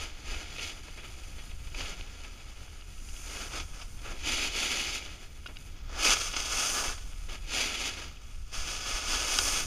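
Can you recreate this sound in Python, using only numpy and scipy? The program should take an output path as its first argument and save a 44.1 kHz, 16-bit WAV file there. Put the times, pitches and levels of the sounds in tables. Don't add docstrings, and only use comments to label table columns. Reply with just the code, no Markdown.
import sys
import numpy as np
from scipy import signal
from scipy.fft import rfft, irfft
from scipy.io import wavfile
from scipy.ndimage import uniform_filter1d

SR = 44100
rng = np.random.default_rng(int(sys.argv[2]) if len(sys.argv) > 2 else 0)


def generate_wav(sig):
    pcm = np.round(np.clip(np.atleast_2d(sig).T, -1, 1) * 32767).astype(np.int16)
    wavfile.write(sys.argv[1], SR, pcm)


N = 426006
T = np.arange(N) / SR
FREQ = np.maximum(np.fft.rfftfreq(N, 1 / SR), 1)


def undb(db):
    return 10 ** (np.asarray(db) / 20)


def unit(x):
    return x / np.sqrt(np.mean(x ** 2))


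def even(x):
    power = uniform_filter1d(x ** 2, size=SR // 6)
    return x / np.sqrt(power)


def curves(table):
    s, *columns = np.transpose(table)
    return [np.interp(T, s, column) for column in columns]


def swells(table):
    return sum(undb(db) ** 2 * np.exp(-((T - s) / half) ** 2) for s, db, half in table)


def shape(x, gain):
    return irfft(rfft(x) * gain, N)


def walk(hz):
    return unit(shape(rng.standard_normal(N), 1 / (1 + (FREQ / hz) ** 4)))


def board(heel, edge, body, spray):
    body_band, bite_band, spray_band = (195, 1900), (1900, 7500), (7500, 16000)
    grip = chatter(bump_db=1.15, judder_db=0.81, bump_hz=20.2, judder_hz=169)
    coarse = grip * crunch(grains_per_s=1200, scatter_db=3.5, smooth_db=6.0)
    fine = grip * crunch(grains_per_s=5000, scatter_db=2.5, smooth_db=-0.5)
    bite_force = unit(fine + 0.53 * coarse)
    low_body = body * undb(-0.86) * radiate(coarse, heel, body_band)
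    bite = edge * undb(-2.0) * radiate(bite_force, heel, bite_band)
    fine_spray = spray * radiate(fine, heel, spray_band)
    return low_body + bite + fine_spray


# edge set in seconds, edge let go in seconds,
# drive level when set in dB, drive level when let go in dB, bite in seconds, release in seconds,
# board body over that level in dB.
CARVE_LOADS = [(0.0, 0.04, -36, -37, .1, .08, -7), (0.288, 0.353, -41.5, -42.5, 0.088, 0.52, -5.5),
               (0.593, 0.703, -40.5, -37.5, 0.1, 0.041, -11), (1.787, 1.877, -40.5, -40, 0.079, 0.16, -6),
               (3.316, 3.437, -43, -42, 0.16, 0.11, -3.5), (3.555, 3.61, -36, -45.5, 0.074, 0.066, -3),
               (3.687, 3.804, -57.5, -47.5, 0.16, 0.13, -2.5), (4.073, 4.12, -47, -44.5, 0.13, 0.12, -0.5),
               (4.284, 4.476, -30.5, -31.5, 0.1, 0.053, -10), (4.57, 4.815, -30.5, -30, 0.15, 0.22, -10.5),
               (4.93, 4.961, -34.5, -35.5, .12, .11, -12.5), (5.96, 5.99, -49.5, -42, 0.14, .05, 4),
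               (6.049, 6.137, -23.5, -23, 0.085, 0.022, -8), (6.163, 6.246, -32.5, -35, .03, 0.15, -9),
               (6.38, 6.465, -39, -42, 0.3, .15, -9), (6.58, 6.705, -30, -33, 0.38, 0.29, -7.5),
               (6.788, 6.909, -32.5, -38, 0.33, 0.072, -2), (7.296, 7.355, -47.5, -44, 0.03, 0.049, -4.5),
               (7.541, 7.645, -30, -29, 0.076, 0.33, -9), (7.73, 7.87, -41, -32, 0.24, 0.14, -9),
               (7.99, 7.995, -39.5, -40.5, .1, 0.14, -4.5), (8.533, 8.614, -40.5, -36.5, 0.038, .06, -7.5),
               (8.674, 8.718, -36, -34.5, 0.13, 0.24, -8), (8.881, 8.981, -33, -35, .15, 0.1, -7),
               (9.098, 9.594, -31, -32, 0.23, 0.14, -6.5)]
RAMP_DB = 20
SPRAY_RAMP = 1.2


def carving():
    edge, body, spray = np.zeros((3, N))
    for start, end, start_db, end_db, bite, release, body_db in CARVE_LOADS:
        before = np.maximum(start - T, 0) / bite
        after = np.maximum(T - end, 0) / release
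        ramp_db = RAMP_DB * (before + after)
        near = ramp_db < 60
        ramp_db = ramp_db[near]
        load_db = np.interp(T[near], [start, end], [start_db, end_db])
        edge[near] += undb(load_db - ramp_db) ** 2
        body[near] += undb(load_db + body_db - ramp_db) ** 2
        spray[near] += undb(load_db - SPRAY_RAMP * ramp_db) ** 2
    return edge, body, spray


# time in seconds, drive level in dB,
# fine spray over that level in dB.
FLAT_GLIDE = [(0, -52, -15), (1.1, -51.5, -9), (1.6, -54.5, -7), (2.05, -50, -13.5), (2.85, -56, -9),
              (3.15, -54, -8), (3.92, -60, -1), (5.1, -48.5, -14.5), (5.36, -58.5, -8), (5.66, -55.5, -5),
              (5.85, -56.5, -25), (7.1, -55.5, -4.5), (8.15, -57, -14), (8.32, -57, -7), (9.66, -81, -8)]
GLIDE_BODY_DB = -4
CARVE_SPRAY_DB, HEEL_SPRAY_DB = -16.5, 5.5


def pressure(heel):
    glide_db, glide_spray_db = curves(FLAT_GLIDE)
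    edge, body, spray = carving()
    carve_spray = spray * undb(CARVE_SPRAY_DB + HEEL_SPRAY_DB * heel) ** 2
    return np.sqrt([edge + undb(glide_db) ** 2,
                    body + undb(glide_db + GLIDE_BODY_DB) ** 2,
                    carve_spray + undb(glide_db + glide_spray_db) ** 2])


def chatter(bump_db, judder_db, bump_hz, judder_hz):
    return unit(undb(bump_db * walk(bump_hz) + judder_db * walk(judder_hz)))


def crunch(grains_per_s, scatter_db, smooth_db):
    breaks = rng.random(N) < grains_per_s / SR
    size = undb(scatter_db * np.minimum(rng.exponential(size=N), 5))
    grains = unit(breaks * size * rng.choice([-1, 1], N))
    return unit(grains + undb(smooth_db) * rng.standard_normal(N))


def resonances(modes):
    return np.sqrt(sum((undb(db) / (1 + ((FREQ - hz) / width) ** 2)) ** 2 for hz, width, db in modes))


# centre in Hz, distance to half amplitude in Hz, relative level in dB.
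TOE_RESONANCES = [(304, 124, -5), (440, 350, -11), (787, 290, -11.5), (1274, 46, -7.5), (1383, 56, -6),
                  (1634, 42, -7.5), (2305, 280, -0.5), (2730, 100, -10.5), (2548, 60, 2), (2944, 210, -1),
                  (3368, 112, -1), (3690, 220, -7), (4420, 400, -6.5), (4850, 180, -6.5), (5210, 110, -9.5),
                  (6110, 380, -9.5), (6905, 390, -11.5), (9340, 620, -17.5), (10410, 280, -19),
                  (11830, 750, -25), (14470, 640, -32.5)]
HEEL_RESONANCES = [(280, 62, -12), (493, 310, -16), (745, 440, -6.5), (1256, 113, 2), (1462, 51, 0.5),
                   (1696, 42, -3), (2240, 190, -3), (2530, 63, 0), (2656, 14, 5.5), (2884, 290, -0.5),
                   (3336, 170, 0.5), (3780, 200, -8), (4620, 390, -4), (4980, 280, 0), (5440, 160, -1.5),
                   (6130, 390, -0.5), (6800, 530, -7.5), (8840, 590, -9.5), (10320, 490, -15.5),
                   (11970, 670, -20.5), (14420, 870, -27)]


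def radiate(force, heel, band):
    low_hz, high_hz = band
    window = 1 / np.sqrt((1 + (low_hz / FREQ) ** 12) * (1 + (FREQ / high_hz) ** 24))
    toe_side = unit(shape(force, window * resonances(TOE_RESONANCES)))
    heel_side = unit(shape(force, window * resonances(HEEL_RESONANCES)))
    return (1 - heel) * toe_side + heel * heel_side


# centre in seconds, level in dB,
# time from the centre to 1/e of the power in seconds.
SNOW_PLUMES = [(3.32, -49.5, 0.23), (6.23, -46, 0.095), (6.7, -35.5, 0.13), (9.46, -33.5, 0.13)]


def plumes(heel):
    patter = crunch(grains_per_s=6500, scatter_db=3.5, smooth_db=-1)
    return np.sqrt(swells(SNOW_PLUMES)) * radiate(patter, heel, (6060, 16000))


# start in seconds, burst level before its envelope in dB,
# decay length in seconds, lowpass corner in Hz.
RIDGE_SCUFFS = [(0.882, -44, 0.0084, 1800), (0.973, -46, 0.048, 3000), (1.03, -46.5, 0.043, 3000),
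                (1.381, -46, 0.03, 3800), (1.671, -47.5, 0.013, 3500), (1.745, -38.5, 0.0089, 3600),
                (1.803, -33.5, 0.016, 5500), (2.01, -39.5, 0.0039, 4500), (2.243, -45.5, 0.019, 3500),
                (3.596, -36, 0.019, 6500), (3.813, -42, 0.015, 5500), (4.039, -44.5, 0.088, 1750),
                (5.459, -44.5, 0.0072, 2000), (5.483, -47, 0.036, 1400), (6.167, -29, 0.0073, 4530),
                (6.21, -29, .012, 8500), (6.335, -33, 0.018, 3500), (6.363, -27, 0.014, 7340),
                (6.977, -42, 0.0092, 3000), (7.285, -43.5, 0.025, 3000)]


def scuffs(heel):
    rasp = radiate(crunch(grains_per_s=2800, scatter_db=-4.0, smooth_db=0.5), heel, (200, 9000))
    out, t = np.zeros(N), T[:SR // 8]
    for s, db, length, bright_hz in RIDGE_SCUFFS:
        start = int(s * SR)
        span = slice(start, start + len(t))
        lowpass = signal.butter(2, bright_hz, fs=SR, output="sos")
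        burst = unit(signal.sosfilt(lowpass, rasp[span]))
        envelope = (1 - np.exp(-12 * t / length)) * np.exp(-(t / length) ** 2)
        out[span] += undb(db) * burst * envelope
    return out


def crumbs(heel, edge):
    lumps = (rng.random(N) < 45 / SR) * rng.uniform(0, 1, N)
    decay = np.exp(-1 / (0.0065 * SR))
    crumbling = signal.lfilter([1], [1, -decay], lumps)
    level = np.minimum(edge * undb(-9.5), undb(-51))
    return level * radiate(crumbling * rng.standard_normal(N), heel, (400, 4200))


# pitch in Hz, relative level in dB, time to fall 60 dB in seconds.
MOUNT_MODES = [(930, -15, 0.014), (1470, -5.5, 0.02), (2650, -11, 0.017), (2860, -3, 0.028),
               (3230, -7, 0.014), (3770, -9.5, 0.014), (4880, -5, 0.015), (5130, -8, 0.0092),
               (6330, -19, .007)]
# start in seconds, peak level in dB,
# centre of the ring in Hz.
MOUNT_TICKS = [(1.2367, -43, 2800), (2.68, -43, 1000), (2.811, -41, 2870), (2.982, -41, 3400),
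               (3.001, -43, 2620), (3.088, -36, 3300), (3.165, -34, 3270), (5.4607, -30, 1300),
               (5.4644, -29, 2500), (5.473, -33, 3330), (5.5694, -30, 2900), (5.572, -42, 2940),
               (8.347, -45, 2800), (9.3876, -8, 5160), (9.389, -15.5, 1450)]


def ticks():
    out, t = np.zeros(N), T[:SR // 10]
    modes = sum(undb(db - 60 * t / t60) * np.sin(2 * np.pi * hz * t) for hz, db, t60 in MOUNT_MODES)
    for s, db, centre_hz in MOUNT_TICKS:
        crack = undb(-6) * np.exp(-t / 0.0023) * rng.standard_normal(len(t))
        contact = signal.butter(2, [centre_hz / 1.6, centre_hz * 1.6], "band", fs=SR, output="sos")
        ring = signal.sosfilt(contact, modes + crack)
        start = int(s * SR)
        out[start:start + len(t)] += undb(db) * ring / np.abs(ring).max()
    return out


# centre in seconds, level in dB,
# time from the centre to 1/e of the power in seconds.
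WIND_GUSTS = [(.05, -42, .08), (.35, -32.5, 0.04), (1.7, -40.5, 0.35), (3.1, -42, 0.16), (3.7, -43.5, 0.21),
              (4.25, -39, 0.24), (5.98, -39, 0.19), (6.45, -43, 0.19), (6.88, -38.5, 0.066),
              (7.22, -38, 0.25), (8.4, -38.5, 0.084), (8.6, -31, 0.036), (8.77, -40, 0.017),
              (8.93, -38, .04), (9.14, -36, .05), (9.6, -38.5, 0.3)]
# pitch in Hz, relative level in dB.
EDDY_SPECTRUM = [(10, -7), (20, -1), (32, -2), (48, -10.5), (72, -11.5), (100, -22), (135, -26),
                 (200, -31.5), (400, -42), (1200, -60)]
BREEZE_DB = -46.5
FLURRY_DB, FLURRY_HZ = 1.73, 11
SMALL_EDDY_HZ, SMALL_EDDY_DB, SMALL_EDDY_FOLLOW = 55, -4.5, 0.17


def wind():
    gust = np.sqrt(1 + swells(WIND_GUSTS) / undb(BREEZE_DB) ** 2)
    hz, db = np.transpose(EDDY_SPECTRUM)
    spectrum = undb(np.interp(np.log(FREQ), np.log(hz), db))
    eddies = shape(rng.standard_normal(N), spectrum)
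    large = shape(eddies, 1 / (1 + (FREQ / SMALL_EDDY_HZ) ** 4))
    flurries = unit(undb(FLURRY_DB * walk(FLURRY_HZ)))
    small = even(eddies - large) * flurries
    small_level = undb(SMALL_EDDY_DB) * gust ** SMALL_EDDY_FOLLOW
    return undb(BREEZE_DB) * (gust * even(large) + small_level * small)


# time in seconds, weight on the heel edge from 0 to 1.
HEEL_WEIGHT = [(0, 0.18), (2.7, 0.3), (3.1, 0.24), (3.8, 0.67), (4.25, 0.2), (5.6, 0.25), (6.0, 0.59),
               (6.25, 0.91), (6.95, 0.81), (7.4, 0.25), (8.05, 0.37), (8.55, 0.78), (9.2, 0.82),
               (9.66, 0.73)]


def scene():
    heel = np.clip(curves(HEEL_WEIGHT)[0], 0, 1)
    edge, body, spray = pressure(heel)
    snow = board(heel, edge, body, spray) + plumes(heel) + scuffs(heel) + crumbs(heel, edge)
    mono = snow + ticks() + wind()
    return np.array([mono, mono])


def record(dry):
    lowpass = signal.ellip(12, .1, 80, 15300, fs=SR, output="sos")
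    return signal.sosfilt(lowpass, dry)


dry = scene()
out = record(dry)
generate_wav(out)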